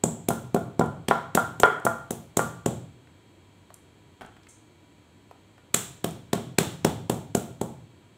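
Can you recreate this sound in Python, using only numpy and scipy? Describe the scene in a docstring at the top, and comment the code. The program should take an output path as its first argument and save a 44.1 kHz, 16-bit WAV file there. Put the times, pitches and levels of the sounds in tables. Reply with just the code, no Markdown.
"""A hard, tiled kitchen: on its floor a stone pestle pounds soft boiled beans flat in a stone mortar.
Each blow is a noise burst of crushed pulp and squirting juice over a modal thud and knock of the mortar;
some follow through, and bare stone clacks on stone as ringing modes roughened by grain. In the pause chips
slap a plastic bowl (noise into modes) and light touches of band noise mark the fetching of a new bean.
Decaying noise and wall echoes make the room; filtered noise and wavering tones make air and appliance hum."""
import sys
import numpy as np
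from scipy import signal
from scipy.fft import rfft, irfft, next_fast_len
from scipy.io import wavfile
from scipy.ndimage import uniform_filter1d, map_coordinates

SR = 44100
rng = np.random.default_rng(int(sys.argv[2]) if len(sys.argv) > 2 else 0)


def unload_wav(signal):
    """Save mono or channel-first audio to the path in sys.argv[1] as 16-bit WAV at rate SR, clipped to [-1, 1]."""
    wavfile.write(
        sys.argv[1],
        SR,
        np.round(np.clip(np.atleast_2d(signal).T, -1, 1) * 32767).astype(np.int16),
    )


N = 360297  # samples in the scene
T = np.arange(24576) / SR  # time axis of one short sound, s

# Blows on a bean: t/s, thud level/dB, pulp crush level/dB, juice squirt level/dB, whistle resonance/dB
BLOWS = [(0.039, -18, -37, -21.5, 27), (0.2877, -19, -34, -25, 6), (0.5467, -16.5, -41, -36, 6),
         (0.7959, -15, -39.5, -37.5, 11), (1.0859, -22.5, -29, -32, 8), (1.352, -18.5, -29.5, -23, 7.5),
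         (1.6015, -27.5, -38, -27.5, 8), (1.8525, -23, -41.5, -27.5, 7), (2.1088, -26, -40.5, -31, 2),
         (2.3719, -19, -32, -21.5, 10), (2.662, -18.5, -35.5, -29.5, 16), (5.7449, -25.5, -23, -16.5, 13.5),
         (6.0447, -22.5, -32.5, -31.5, 5), (6.3332, -18.5, -29.5, -30.5, 11),
         (6.5864, -16, -21, -20.5, 8.5), (6.8492, -15, -26.5, -27, 9), (7.099, -19, -34, -29.5, 8),
         (7.3514, -17.5, -33, -26, 7.5), (7.615, -22.5, -43, -36, 10.5)]
# Mortar, floor and walls booming under a soft blow: f/Hz, width/Hz, level/dB
MORTAR_MODES = [(75.7, 9.7, 6.5), (121, 10, 4.5), (159.4, 30, 1.5), (232.1, 8, 9.5), (349.4, 8.6, -1),
                (392, 20, -4.5), (535.3, 44, -0.5), (690, 33, 8), (873, 320, 2.5), (1096, 25, 8),
                (1404, 42, 4.5)]
# Spectra of the weight's thud, the firm knock, the crushed pulp and the squirted juice: f/Hz, level/dB per Hz
THUD_SPECTRUM = [(25, -30.5), (55, -20), (100, -7), (170, 1), (240, 0), (390, 2.5), (520, -4), (900, -26.5),
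                 (1800, -58), (4000, -88.5)]
KNOCK_SPECTRUM = [(150, -25), (400, -6), (560, 11), (880, 3.5), (1050, -6.5), (1400, -11.5), (1700, -16.5),
                  (3500, -61), (8000, -87)]
CRUSH_SPECTRUM = [(500, -17.5), (1200, 0), (1850, -3.5), (2300, -1.5), (2800, -3.5), (3400, -1), (4200, -5),
                  (4900, -10), (5600, -5), (7000, -20), (16000, -54)]
SQUIRT_SPECTRUM = [(2000, -29.5), (4800, -14.5), (6300, -2), (8500, 0.5), (10500, -3), (12500, -4),
                   (15500, -2.5)]
# Pestle slipping through the bean onto stone: t/s, level/dB
CLACKS = [(0.3048, -24), (0.5632, -25), (.8116, -20.5), (1.1103, -13), (1.3745, -15), (1.6338, -7.5),
          (1.8657, -15.5), (2.3932, -18.5)]
# Resonances of stone struck by stone: f/Hz, width/Hz, level/dB
STONE_MODES = [(477, 100, 5), (675, 22, 12.5), (777, 81, 9.5), (890, 50, 7), (1000, 25, 12), (1095, 43, 8),
               (1171.5, 5.7, 16.5), (1402, 20, 17), (1398, 39, 19), (1510, 140, 8), (1730, 68, 9.5),
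               (1870, 52.5, 12.5), (2223, 180, 14), (3258, 130, 12)]
# Spectrum of the push of stone on stone: f/Hz, level/dB per Hz
STRIKE_SPECTRUM = [(40, -19.5), (150, -5), (400, 6.5), (900, 4), (1500, -0.5), (2200, -12), (3200, -9),
                   (4500, -16), (7500, -3.5), (11000, -9.5), (15000, -5.5)]
# Flat chips landing in the plastic bowl: t/s, level/dB
CHIPS = [(4.21, -40.5), (4.218, -42.5), (4.248, -44.5)]
# Resonances of the bowl: f/Hz, width/Hz, level/dB
BOWL_MODES = [(226, 40, 11.5), (705, 130, 11.5), (1500, 190, 8.5), (2210, 160, 6), (3230, 250, 8)]
# Spectrum of a chip's slap: f/Hz, level/dB per Hz
SLAP_SPECTRUM = [(80, 4), (200, -2), (800, -1), (2000, -10), (3500, -16), (5000, -23), (9000, -24),
                 (15000, -32.5)]
# Sticky paste letting go: t/s, level/dB
TICKS = [(.86, -54), (1.658, -42.5), (1.799, -58), (2.1182, -43), (3.7421, -48), (4.2625, -62),
         (6.1096, -49)]
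# Fingers and beans bumping the mortar and the pot: t/s, level/dB, centre f/Hz
TAPS = [(3.073, -58.5, 1780), (3.704, -49.5, 633), (4.367, -55, 1290), (4.433, -63, 4370),
        (4.469, -54.5, 1730), (5.311, -46, 590), (5.579, -55, 925)]
# Decay of the kitchen: f/Hz, t60/s
ROOM_T60 = [(80, 1.1), (210, 0.37), (560, 0.4744), (1470, 0.47), (3880, 0.56), (10200, 0.39), (16000, 0.4)]
# Strength of the kitchen's answer: f/Hz, level/dB
ROOM_DB = [(40, -8.5), (75, 7.5), (120, 5), (200, -2.5), (400, -4), (700, -5.5), (1300, 1.5), (2300, -4),
           (3400, 0.5), (5000, -4.5), (7800, -5), (15000, -7.5)]
# Reflections from near walls: delay t/s, level/dB
WALLS = [(.0052, -14.5), (0.017, -21), (0.0209, -16), (.0255, -27), (0.046, -21.5)]
# Spectrum of the soft room noise: f/Hz, level/dB per Hz
AIR_SPECTRUM = [(25, -16.5), (65, -9.5), (100, -3.5), (250, -9), (300, -5), (500, -15), (1200, -22.5),
                (3300, -26), (4500, -32.5), (5000, -37), (6000, -38), (7600, -30.5), (10000, -41.5),
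                (15500, -45.5)]
# Tones of the appliance: f/Hz, level/dB
HUM_TONES = [(96.9, -63), (969, -74), (2320, -77), (3241, -76), (3919, -80), (4355, -80), (6330, -86.5),
             (6620, -87.5), (7741, -81)]

# A thud at FIRM_DB comes with a knock at KNOCK_DB; the knock falls slightly faster as blows get lighter
FIRM_DB, KNOCK_DB, KNOCK_DB_PER_DB = -18, -22.5, 1.02
CRUSH_FALL_S, SQUIRT_FALL_S = 0.0026, 0.0022  # time from peak down to 1/e
CRUSH_EARLY_S, LAND_EARLY_S = 0.0004, 0.0012  # pulp gives and weight lands this long before the squirt peaks
WHISTLE_HZ, WHISTLE_HALF_WIDTH_HZ = 7550, 885  # the gap between pestle and bean
# Level of a hard clack, how high it reaches, and the extra level that doubles that frequency
HARD_DB, BRIGHT_HZ, DB_PER_OCTAVE = -13.5, 1450, 13
REBOUND_S, REBOUND_DB = 0.007, -9  # median flight time; level relative to the first contact
CHIP_T60_S = 0.04
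TICK_HZ, TICK_OCTAVES, TICK_T60_S = 8250, 0.33, 0.008
TAP_OCTAVES, TAP_T60_S = 0.65, 0.025
SMACK_S, SMACK_DB = 4.487, -57.5  # a wet bean comes unstuck deep in the pot
TOP_HZ, EDGE_HZ = 15700, 400  # middle and width of the edge at the band limit


def pounding(tail, lead=0.008):
    """Impact on a soft layer: it ruptures and jets for milliseconds while the load excites the mortar's modes."""
    track = np.zeros(N)
    land = lead - LAND_EARLY_S
    pulp = lambda hz: along(CRUSH_SPECTRUM, hz)
    for s, thud_db, crush_db, squirt_db, resonance_db in BLOWS:
        knock_db = KNOCK_DB + KNOCK_DB_PER_DB * (thud_db - FIRM_DB)
        thud_push = struck(THUD_SPECTRUM, MORTAR_MODES, scatter_db=1.0)
        thud = in_kitchen(later(thud_push, land), tail, wet_db=-1.5)
        knock_push = struck(KNOCK_SPECTRUM, MORTAR_MODES, scatter_db=4.0)
        knock = in_kitchen(later(knock_push, land), tail, wet_db=-1.0)
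        crush = splat(lead - CRUSH_EARLY_S, CRUSH_FALL_S, pulp, pulp, wet_db=-4.0)

        # juice and air whistle out of the closing gap; the whistle is a beam, so the room returns less of it
        whistle = lambda hz: resonance_db / (1 + ((hz - WHISTLE_HZ) / WHISTLE_HALF_WIDTH_HZ) ** 2)
        beam = lambda hz: along(SQUIRT_SPECTRUM, hz) + whistle(hz)
        around = lambda hz: along(SQUIRT_SPECTRUM, hz) + 0.76 * whistle(hz)
        squirt = splat(lead, SQUIRT_FALL_S, beam, around, wet_db=-1.0)

        bean = amp(crush_db) * crush + amp(squirt_db) * squirt
        # the mortar is pressed away from the air, so its pressure falls first
        mortar = -(amp(thud_db) * thud + amp(knock_db) * knock)
        add(track, s - lead, bean + mortar)
    return track


def clacks(tail, chatter_s=0.0018):
    """Hard contact: stone grinds over its grain, rings and rebounds once; more force reaches higher modes."""
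    track = np.zeros(N)
    for s, db in CLACKS:
        bright_hz = BRIGHT_HZ * 2 ** ((db - HARD_DB) / DB_PER_OCTAVE)
        flight = REBOUND_S * np.exp(0.25 * rng.standard_normal())
        first = struck(STRIKE_SPECTRUM, STONE_MODES, scatter_db=2.5)
        second = struck(STRIKE_SPECTRUM, STONE_MODES, scatter_db=0.5)
        contacts = first + amp(REBOUND_DB) * later(second, flight)
        clack = coloured(contacts, lambda hz: -10 * np.log10(1 + (hz / bright_hz) ** 4))

        # rough faces scatter the contact in time: only the phase of the grain is used, so the colour stays
        scrape = rng.standard_normal(len(T)) * np.exp(-T / chatter_s)
        grain = rfft(scrape + signal.unit_impulse(len(T)) * amp(12.0))
        ground = irfft(rfft(clack) * np.exp(1j * np.angle(grain)), len(T))
        ground = ground * (T < T[-1] / 2)  # drop what wrapped round
        add(track, s, in_kitchen(amp(db) * burst(ground), tail, wet_db=-2.5))
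    return track


def chips(tail):
    """Excitation and resonator: the brief noise of a wet chip's slap drives the modes of the plastic bowl."""
    track = np.zeros(N)
    for s, db in CHIPS:
        wet_slap = spatter(amp(-60 * T / CHIP_T60_S), spiky_db=3)
        bowl = struck(SLAP_SPECTRUM, BOWL_MODES, scatter_db=1.5)
        slap = signal.fftconvolve(wet_slap, bowl)[:len(T)]
        add(track, s, in_kitchen(amp(db) * burst(slap), tail, wet_db=-0.5))
    return track


def handling(tail):
    """Adhesion and light contact: paste ticks, fingers tap; the smack in the pot arrives mostly by reflection."""
    near = np.zeros(N)
    for s, db in TICKS:
        add(near, s, amp(db) * touch(TICK_HZ, TICK_OCTAVES, TICK_T60_S))
    for s, db, centre_hz in TAPS:
        add(near, s, amp(db) * touch(centre_hz, TAP_OCTAVES, TAP_T60_S))
    track = in_kitchen(near, tail, wet_db=-3.5)
    smack = amp(SMACK_DB) * touch(centre_hz=7570, octaves=0.247, t60=0.03)
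    add(track, SMACK_S, in_kitchen(smack, tail, wet_db=14.5))
    return track


def background():
    """Stationary noise and phase-modulated tones: soft room noise, an appliance's unsteady hum and whine."""
    t = np.arange(N) / SR
    air = unit(coloured(rng.standard_normal(N), lambda hz: along(AIR_SPECTRUM, hz)))
    hum = np.zeros(N)
    for hz, db in HUM_TONES:
        rate = np.sqrt(hz)  # random phase points per second: higher tones waver faster
        drift = map_coordinates(rng.standard_normal(int(N * rate / SR) + 4), [t * rate])
        hum += amp(db) * unit(np.sin(2 * np.pi * hz * t + 2.6 * drift))
    return amp(-57.0) * air + hum


def reverberation(build_s=0.0035):
    """Diffuse decay: noise in which each frequency dies at its own speed after a short build-up."""
    hz, t, z = signal.stft(rng.standard_normal(len(T)), SR, nperseg=512)
    t60 = along(ROOM_T60, hz)[:, None]
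    decay = amp(along(ROOM_DB, hz)[:, None] - 60 * t / t60)
    equal_energy = np.sqrt(2 * np.log(1000) / (t60 * SR))  # offsets the extra energy of a longer decay
    tail = signal.istft(z * decay * equal_energy, SR, nperseg=512)[1][:len(T)]
    return tail * (1 - np.exp(-T / build_s))


def in_kitchen(x, tail, wet_db, moved=0.8):
    """Superposition of direct sound, near walls and a tail that is partly new each time, as the hands move."""
    response = np.cos(moved) * tail + np.sin(moved) * reverberation()
    for delay, db in WALLS:
        response[round(delay * SR)] += amp(db)
    return x + amp(wet_db) * signal.fftconvolve(x, response)[:len(x)]


def struck(spectrum, modes, scatter_db):
    """Modal response: one push on a body whose resonances answer at slightly new strengths each time."""
    rows = [(centre, width, db + scatter_db * rng.standard_normal()) for centre, width, db in modes]

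    def gain_db(hz):
        """Resonance: Lorentzian power peaks stand on the spectrum of the push."""
        peaks = sum(amp(db) ** 2 / (1 + (2 * (hz - centre) / width) ** 2) for centre, width, db in rows)
        return along(spectrum, hz) + 10 * np.log10(1 + peaks)

    return burst(coloured(signal.unit_impulse(len(T)), gain_db))


def splat(centre, fall_s, gain_db, spray_db, wet_db, rise=0.85):
    """Directional radiation: a wet burst sprays differently each way, so the room returns an even hiss."""
    width = fall_s * np.where(T < centre, rise, 1)  # it rises faster than it falls
    envelope = np.exp(-((T - centre) / width) ** 2)
    direct = burst(coloured(spatter(envelope, spiky_db=1.5), gain_db))
    spray = burst(coloured(signal.unit_impulse(len(T), round(centre * SR)), spray_db))
    walls = sum(amp(db) * later(direct, delay) for delay, db in WALLS)
    hiss = signal.fftconvolve(spray, reverberation())[:len(T)]
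    return direct + amp(wet_db) * (walls + hiss)


def touch(centre_hz, octaves, t60):
    """Light contact: a short, decaying spatter in one band."""
    band = lambda hz: -12 * np.log10(1 + (np.log2((hz + 1) / centre_hz) / octaves) ** 4)
    return burst(coloured(spatter(amp(-60 * T / t60), spiky_db=5), band))


def spatter(envelope, spiky_db):
    """Random rupture: noise made of tiny breaks of uneven size."""
    sizes = unit(uniform_filter1d(rng.standard_normal(len(T)), size=12))
    return envelope * amp(spiky_db * sizes) * rng.standard_normal(len(T))


def coloured(x, gain_db):
    """Minimum-phase filtering: a causal response built from a gain in dB as a function of frequency."""
    m = 2 * next_fast_len(len(x), True)
    cepstrum = irfft(np.log(amp(gain_db(np.fft.rfftfreq(m, 1 / SR))) + 1e-6))
    # folding the cepstrum onto positive times makes the filter causal
    cepstrum[1:m // 2] *= 2
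    cepstrum[m // 2 + 1:] = 0
    return irfft(rfft(x, m) * np.exp(rfft(cepstrum)))[:len(x)]


def along(points, hz):
    """Logarithmic frequency scale: interpolate (f/Hz, value) points on it."""
    f, v = np.transpose(points)
    return np.interp(np.log(hz + 1), np.log(f), v)


def amp(db):
    """Level to amplitude ratio: 20 dB is a factor of ten."""
    return 10 ** (np.asarray(db) / 20)


def unit(x):
    """Effective value: scale to rms 1."""
    return x / np.sqrt(np.mean(x ** 2) + 1e-20)


def burst(x):
    """Signal energy: scale a short sound to the energy of a hundredth of a second at rms 1."""
    return x / np.sqrt(np.sum(x ** 2) * 100 / SR + 1e-20)


def later(x, s):
    """Propagation delay: x delayed by s seconds."""
    return np.pad(x, (round(s * SR), 0))[:len(x)]


def add(track, s, x):
    """Superposition: mix x into the track from time s."""
    i = round(s * SR)
    track[i:i + len(x)] += x[:N - i]


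def scene():
    """Superposition: all sources sound in the same small kitchen."""
    tail = reverberation()
    return (pounding(tail) + clacks(tail) + handling(tail) + chips(tail) + background())[None]


def record(dry, ceiling=0.8, low_hz=60):
    """Band limiting and soft saturation: thin deep bass, rounded highest peaks, nothing above the top edge."""
    thin = signal.sosfilt(signal.butter(2, low_hz, "highpass", fs=SR, output="sos"), dry)
    rounded = thin / (1 + np.abs(thin / ceiling) ** 6) ** (1 / 6)
    m = next_fast_len(N + SR)
    edge = np.clip((TOP_HZ - np.fft.rfftfreq(m, 1 / SR)) / EDGE_HZ + 0.5, 0, 1)
    return irfft(rfft(rounded, m) * edge, m)[:, :N]


dry = scene()
out = record(dry)
unload_wav(out)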